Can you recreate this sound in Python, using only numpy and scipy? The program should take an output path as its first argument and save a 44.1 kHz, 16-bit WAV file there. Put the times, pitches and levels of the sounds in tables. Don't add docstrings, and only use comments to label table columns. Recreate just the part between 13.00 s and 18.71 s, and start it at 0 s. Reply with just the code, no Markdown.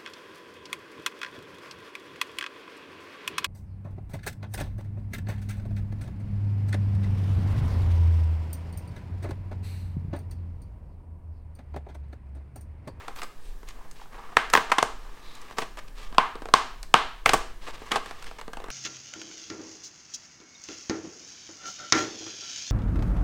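import sys
import numpy as np
from scipy import signal
from scipy.fft import rfft, irfft
from scipy.io import wavfile
from scipy.ndimage import uniform_filter1d

SR = 44100
rng = np.random.default_rng(int(sys.argv[2]) if len(sys.argv) > 2 else 0)


def generate_wav(sig):
    pcm = np.round(np.clip(np.atleast_2d(sig).T, -1, 1) * 32767).astype(np.int16)
    wavfile.write(sys.argv[1], SR, pcm)


N = 251811
TIME = np.arange(N) / SR

# frequency in Hz, relative spectral density in dB.
AIR_SPECTRUM = [(41, -71), (70, -14), (108, -5.5), (364, -11.5), (457, -9.5), (585, -15.5), (1180, -15.5),
                (1380, -22.5), (1690, -14), (1980, -24), (8420, -29.5), (10600, -32.5), (15500, -33.5)]
HANDLING_SPECTRUM = [(8, 10.5), (18, -10.5), (28, 6.5), (38, -8.5), (50, -17), (75, -25.5), (130, -34.5),
                     (300, -64.5)]
RUB_SPECTRUM = [(88, -68), (150, -10.5), (445, -2), (583, -5.5), (781, -3.5), (912, -1), (1200, 3.5),
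                (1480, -10), (1630, -3.5), (2140, -7), (5130, -17), (8490, -24.5), (10500, -33),
                (15500, -33)]
TEAR_SPECTRUM = [(100, -24), (200, -10), (450, -4.5), (580, -11), (800, -2), (1100, 0), (1500, -9),
                 (2000, -11.5), (2900, -13), (3800, -17), (5500, -16), (8800, -17.5), (11000, -28.5),
                 (15000, -31.5)]
# time of the peak in seconds, level in dB.
GRIPS = [(.19, -45.5), (.475, -41), (3.081, -38), (4.38, -38)]
# start and end in seconds, first and last relative
# level in dB, offset of the hiss in dB.
STROKES = [(0, 0.124, -41, -52, -9), (.74, 0.876, -54, -54.5, -25), (1.138, 1.366, -45, -49.5, -9),
           (2.01, 2.517, -54.5, -47, -4.5), (3.047, 3.17, -62, -46, -8), (4.615, 4.89, -59.5, -44, -3),
           (5.057, 5.37, -45, -56.5, -1), (5.6, 5.71, -53, -44, -21)]
# start and length in seconds, level in dB, grit from 0 (skin)
SCRAPES = [(0.158, 0.056, -44.5, 0.6), (0.216, 0.035, -40.5, 0.32), (0.394, 0.15, -72, 0.083),
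           (.67, 0.049, -54, .36), (0.954, .1, -62, 0.046), (1.528, 0.031, -27.5, 0.53),
           (1.696, 0.013, -30.5, 0.76), (2.568, 0.017, -46, .8), (2.599, 0.043, -39.5, 0.28),
           (2.77, 0.03, -37, 0.87), (2.877, 0.011, -54, 0.47), (2.952, 0.13, -50.5, 0.056),
           (4.612, 0.058, -51, 0.25), (4.665, 0.047, -39, 0.36), (4.732, .033, -48.5, 0.34),
           (4.909, 0.066, -29, 0.41), (5.258, 0.037, -50.5, 0.56), (5.384, 0.021, -38, 0.82)]
# frequency in Hz, time to fall 60 dB in seconds, relative level in dB.
ROOM_DECAY = [(180, 0.45, 0.5), (500, 0.41, 1), (1230, 0.47, 0), (2800, 0.5, 1), (5800, 0.49, 0),
              (8900, 0.38, -0.5), (12900, 0.29, 1)]
# frequency in Hz, width in Hz, boost in dB.
BOX_MODES = [(245, 47, 3), (446, 18, 4.5), (659, 78, 5), (798, 26, 4), (1050, 690, 6), (1580, 170, 3.5),
             (2094, 23, 4.5), (2700, 460, 0.5)]
# lower edge in Hz, upper edge in Hz.
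BANDS = [(95, 650), (650, 1600), (1600, 4200), (4200, 15000)]
# start in seconds, relative level in dB, pitch in Hz.
TICKS = [(0.0806, -33.5, 870), (0.1614, -49, 4060), (.218, -39, 2200), (0.233, -44, 6000),
         (0.6305, -48, 700), (0.6872, -47, 4600), (0.9125, -52.5, 8500), (1.5008, -40, 4740),
         (2.352, -54, 8000), (2.416, -54.5, 7000), (2.51, -43, 1000), (2.7721, -43.5, 1110),
         (2.7896, -49, 3200), (3.1258, -44.5, 794), (3.1464, -44, 1140), (3.3545, -37.5, 595),
         (3.4204, -37.5, 620), (3.456, -33.5, 610), (3.487, -37.5, 700), (3.8293, -43.5, 5970),
         (4.684, -42, 650), (4.818, -42, 403), (5.0596, -41, 1620), (5.11, -39.5, 1270),
         (5.2247, -47, 3770), (5.2428, -49, 4000), (5.2665, -47, 2580), (5.312, -42, 770),
         (5.389, -45, 980), (5.413, -40, 1400), (5.4794, -37.5, 580), (5.5328, -38.5, 1500),
         (5.57, -38, 960), (5.7028, -40, 3380)]
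# start in seconds, length in seconds, level in dB.
RIPS = [(0.156, 0.13, -59), (1.53, 0.055, -41), (2.583, 0.035, -53), (4.261, 0.035, -44.5),
        (4.335, 0.016, -39.5)]
# start in seconds, length in seconds, pitch in Hz, level in dB.
SWISHES = [(0.405, 0.12, 8600, -66), (2.191, 0.22, 3860, -55)]
# start and end in seconds, slips per second, level in dB.
JUDDERS = [(0.764, 0.883, 46, -57.5), (0.971, 1.054, 49, -52), (1.131, 1.26, 85, -56),
           (1.286, 1.35, 24, -49), (2.029, 2.092, 75, -53.5)]
# start in seconds, relative level in dB, flap pitch in Hz, flap's share of
# the body from 0 to 1, edge pitch in Hz, sharpness in dB, thud against body in dB, tear time in seconds.
CRACKS = [(1.369, -13, 1276, 0.42, 1920, 0, -10.5, 0.002), (1.536, -16, 1290, 0.5, 6660, 3.5, -15, 0.0031),
          (1.551, -14, 1050, 0.2, 1720, -1, -12, 0.0025), (1.5626, -23, 1100, 0.5, 5000, -3, -11, 0.00075),
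          (1.5734, -18, 1000, 0.28, 2130, -2.5, -7, 0.0039),
          (1.717, -15.5, 1045, 0.17, 2130, -2, -14, 0.0067),
          (1.7831, -17, 1044, 0.38, 3680, 0, -11, 0.0057),
          (1.827, -17, 1050, 0.24, 7560, -1.5, -6.5, 0.0037),
          (2.584, -25, 1140, 0.3, 5950, 1.5, -6, 0.0052), (2.619, -36.5, 1680, 0.3, 3090, 4.5, 2, 0.0085),
          (3.1826, -10.5, 1044, 0.71, 2500, -5, -14.5, 0.000625),
          (3.5388, -10, 1080, 0.58, 5840, 0.5, -12, 0.00091),
          (3.941, -9, 1290, 0.35, 3700, 0, -11.5, 0.00053),
          (4.2595, -14.5, 1240, 0.28, 2700, 2.5, -5, 0.0035),
          (4.2926, -20.5, 1630, 0.22, 5100, 6, -5, 0.0035),
          (4.3338, -21.5, 1130, 0.7, 8900, 6, -3.5, 0.003),
          (4.3398, -15.5, 676, 0.22, 7200, -4.5, -4.5, 0.0046),
          (4.917, -28, 1580, 0.2, 3700, 8.5, -5, 0.0038), (4.958, -20.5, 1180, 0.25, 4370, -3, -7, 0.0096)]

TYPICAL_TEAR_S, TYPICAL_EDGE_HZ = 0.0023, 4200
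BLOW_S = 0.01


def undb(db):
    return 10 ** (np.asarray(db) / 20)


def unit(x):
    return x / np.sqrt(np.mean(x ** 2) + 1e-20)


def blow(x, db):
    return x * undb(db) * np.sqrt(BLOW_S * SR / (np.sum(x ** 2) + 1e-20))


def add(track, start, x):
    i = max(int(start * SR), 0)
    track[i:i + len(x)] += x[:max(len(track) - i, 0)]


def band(x, low_hz, high_hz, order=3):
    return signal.lfilter(*signal.butter(order, [low_hz, high_hz], "band", fs=SR), x)


def contour(points, size):
    hz, value = np.transpose(points)
    return np.interp(np.log(np.fft.rfftfreq(size, 1 / SR) + 1), np.log(hz), value)


def colour(x, spectrum):
    return unit(irfft(rfft(x) * undb(contour(spectrum, len(x))), len(x)))


def wander(per_s):
    step = int(SR / per_s)
    steps = np.repeat(rng.standard_normal(N // step + 1), step)[:N]
    return unit(uniform_filter1d(steps, step))


def air_and_handling(air_db=-56, hand_db=-39, grip_s=0.072):
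    air = colour(rng.standard_normal(N), AIR_SPECTRUM) * undb(air_db + 0.46 * wander(1.8))
    hand = colour(rng.standard_normal(N), HANDLING_SPECTRUM)
    hand /= np.sqrt(uniform_filter1d(hand ** 2, SR // 6))
    shifts = sum(undb(db) * np.exp(-((TIME - peak) / grip_s) ** 2) for peak, db in GRIPS)
    return air + hand * (undb(hand_db + 2 * wander(9)) + shifts)


def friction(grain_db, slip_db, split_hz=2500, grain_samples=14):
    grains = np.repeat(rng.exponential(size=N // grain_samples + 1), grain_samples)[:N]
    roughness = undb(grain_db * np.minimum(grains, 4))
    rub = colour(rng.standard_normal(N) * roughness, RUB_SPECTRUM) * undb(slip_db * wander(120))
    return np.array([unit(band(rub, 184, split_hz)), unit(band(rub, split_hz, 14000))])


def rubbing(fade_s=0.034, light_scrape_db=-51):
    skin = friction(grain_db=2.2, slip_db=1.5)
    nail = friction(grain_db=5.5, slip_db=2.5)
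    out = np.zeros(N)
    for start, end, first_db, last_db, hiss_db in STROKES:
        contact = np.clip(np.minimum(TIME - start, end - TIME) / fade_s + 1, 0, 1)
        pressure = undb(np.interp(TIME, [start, end], [first_db, last_db]))
        body, hiss = skin
        out += contact * pressure * (body * undb(-3) + hiss * undb(hiss_db - 4))
    for start, length_s, db, grit in SCRAPES:
        span = slice(int(start * SR), int((start + length_s) * SR))
        body, hiss = np.sqrt(1 - grit) * skin[:, span] + np.sqrt(grit) * nail[:, span]
        hiss_db = (db + light_scrape_db) / 2
        along = np.linspace(0, 1, len(body))
        arch = 2 * np.sqrt(along * (1 - along))
        add(out, start, arch * (body * undb(db) + hiss * undb(hiss_db)))
    return out


def room(x, first_s=0.0018, build_s=0.0096, early_db=3, early_s=0.0053):
    t = np.arange(SR * 3 // 4) / SR
    noise = rfft(rng.standard_normal(len(t)))
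    tail = np.zeros(len(t))
    for hz, t60, db in ROOM_DECAY:
        weight = contour([(row[0], row[0] == hz) for row in ROOM_DECAY], len(t))
        tail += undb(db - 60 * t / t60) * irfft(noise * weight, len(t))
    tail *= np.clip((t - first_s) / build_s, 0, 1) * undb(early_db * np.exp(-t / early_s))
    return signal.fftconvolve(x, tail / np.sqrt(np.sum(tail ** 2)))[:N]


def card_response(size=2048):
    hz = np.fft.rfftfreq(size, 1 / SR)
    modes_db = sum(db / (1 + (2 * (hz - centre) / width) ** 2) for centre, width, db in BOX_MODES)
    cepstrum = irfft(np.log(undb(contour(TEAR_SPECTRUM, size) + modes_db)))
    cepstrum[1:size // 2] *= 2
    cepstrum[size // 2 + 1:] = 0
    return irfft(np.exp(rfft(cepstrum)))


def fibres(card, tear_s, spray_db, settle_db, settle_s):
    t = np.arange(len(card)) / SR
    tearing = np.exp(-t / tear_s)
    snaps = rng.standard_normal(len(t)) * rng.exponential(size=len(t))
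    crinkle = rng.standard_normal(len(t)) * np.exp(-t / settle_s) * (1 - tearing)
    force = blow(snaps * tearing, spray_db) + blow(crinkle, settle_db)
    force[0] += np.sqrt(BLOW_S * SR)
    return signal.fftconvolve(force, card)[:len(t)]


def ticks(card, rise_db_per_octave=3, fall_db_per_octave=6):
    out = np.zeros(N)
    centres_hz = np.sqrt(np.prod(BANDS, axis=1))
    for start, db, hz in TICKS + fumbles():
        tear = fibres(card, tear_s=0.0025, spray_db=8, settle_db=-1, settle_s=0.009)
        octaves = np.log2(centres_hz / hz)
        levels_db = db + octaves * np.where(octaves < 0, rise_db_per_octave, -fall_db_per_octave)
        for edges, band_db in zip(BANDS, levels_db):
            add(out, start, blow(band(tear, *edges), band_db))
    return undb(3) * out


def rips(grain_db=4, band_hz=(8500, 18300)):
    out = np.zeros(N)
    for start, length_s, db in RIPS:
        size = int(length_s * SR)
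        grains = rng.standard_normal(SR // 4)
        grains *= undb(grain_db * np.minimum(rng.exponential(size=len(grains)), 4))
        crackle = band(grains, *band_hz, order=2)[:size]
        fade = np.sqrt(np.linspace(1, 0, size))
        add(out, start, unit(crackle * fade) * undb(db))
    return out


def swishes():
    out = np.zeros(N)
    for start, length_s, hz, db in SWISHES:
        hiss = unit(band(rng.standard_normal(SR), 0.95 * hz, 1.05 * hz, order=1))
        size = int(length_s * SR)
        add(out, start, hiss[:size] * np.sqrt(np.hanning(size)) * undb(db))
    return out


def judders(card, slip_s=0.012, unevenness=0.1, scatter_db=5):
    out = np.zeros(N)
    slip = np.hanning(int(slip_s * SR))
    for start, end, rate, db in JUDDERS:
        chance = rng.standard_normal((30, 2 + len(slip)))
        timing, strengths, noises = chance[:, 0], chance[:, 1], chance[:, 2:]
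        times = start + (np.cumsum(np.exp(unevenness * timing)) - 1) / rate
        for onset, strength, noise in zip(times[times < end], strengths, noises):
            rub = band(signal.fftconvolve(slip * noise, card), 259, 1800, order=2)
            add(out, onset, blow(rub, db + scatter_db * strength))
    return out


def strain(door, length_s):
    force = rng.standard_normal(len(door))[:int(length_s * SR)]
    return signal.fftconvolve(force * np.linspace(0, 1, len(force)), door)


def flap_ring(hz, size, decay_cycles=4, rise_s=0.00022):
    t = np.arange(size) / SR
    swing = np.sin(2 * np.pi * hz * t) * np.exp(-t * hz / decay_cycles) * (1 - np.exp(-t / rise_s))
    return blow(band(swing, 400, 4300, order=2), 0)


def box_bounce(hz=124, decay_s=0.012):
    t = np.arange(SR // 8) / SR
    return np.sin(2 * np.pi * hz * t) * np.exp(-t / decay_s)


def crack(tear, flap, share, levels_db):
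    thud, body, snap, fizz = (blow(band(tear, *edges), 0) for edges in BANDS)
    body = share * flap + (1 - share) * body
    return sum(blow(part, db) for part, db in zip((thud, body, snap, fizz), levels_db))


def tearing_bridges(card):
    direct, to_room = np.zeros(N), np.zeros(N)
    for start, db, flap_hz, share, edge_hz, sharp_db, thud_db, tear_s in CRACKS:
        octaves = np.log2(edge_hz / TYPICAL_EDGE_HZ)
        slowness = np.log2(tear_s / TYPICAL_TEAR_S)
        snap_db = sharp_db - 5.5 - 2.5 * octaves
        fizz_db = sharp_db - 16.5 + 3 * octaves + 1.5 * slowness
        levels_db = db + np.array([thud_db, 0, snap_db, fizz_db])
        flap = flap_ring(flap_hz, len(card))
        door = card + undb(-2) * band(card, 0.67 * edge_hz, 1.255 * edge_hz, order=1)
        tear = fibres(door, tear_s, spray_db=23, settle_db=7.5, settle_s=0.018)
        strain_s = 2 * tear_s
        add(direct, start - strain_s, blow(strain(door, strain_s), db - 28))
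        add(direct, start, crack(tear, flap, share, levels_db))
        add(direct, start, blow(box_bounce(), db + thud_db - 18.5))
        radiated = crack(door, flap, 0.37 * share, levels_db + [0, 0, 0, 2])
        add(to_room, start, radiated * undb(-12 - slowness))
    return undb(1.47) * direct, undb(1.9) * to_room


def fumbles(count=5, start=5.6, per_s=48):
    timing, strength, pitch = rng.standard_normal((count, 3)).T
    times = start + (np.arange(count) + 0.12 * timing) / per_s
    levels_db = -43.5 - 2 * strength
    pitches_hz = 700 * np.exp(0.17 * pitch)
    return list(zip(times, levels_db, pitches_hz))


def scene():
    card = card_response()
    cracks, to_room = tearing_bridges(card)
    touches = ticks(card) + rubbing() + judders(card) + swishes() + rips()
    reverberation = room(to_room + undb(-11) * touches)
    return (cracks + touches + reverberation + air_and_handling())[None]


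def record(dry):
    low_pass = signal.ellip(10, 0.1, 70, 15900, fs=SR, output="sos")
    return signal.sosfilt(low_pass, np.clip(dry, -1, 1))


dry = scene()
out = record(dry)
generate_wav(out)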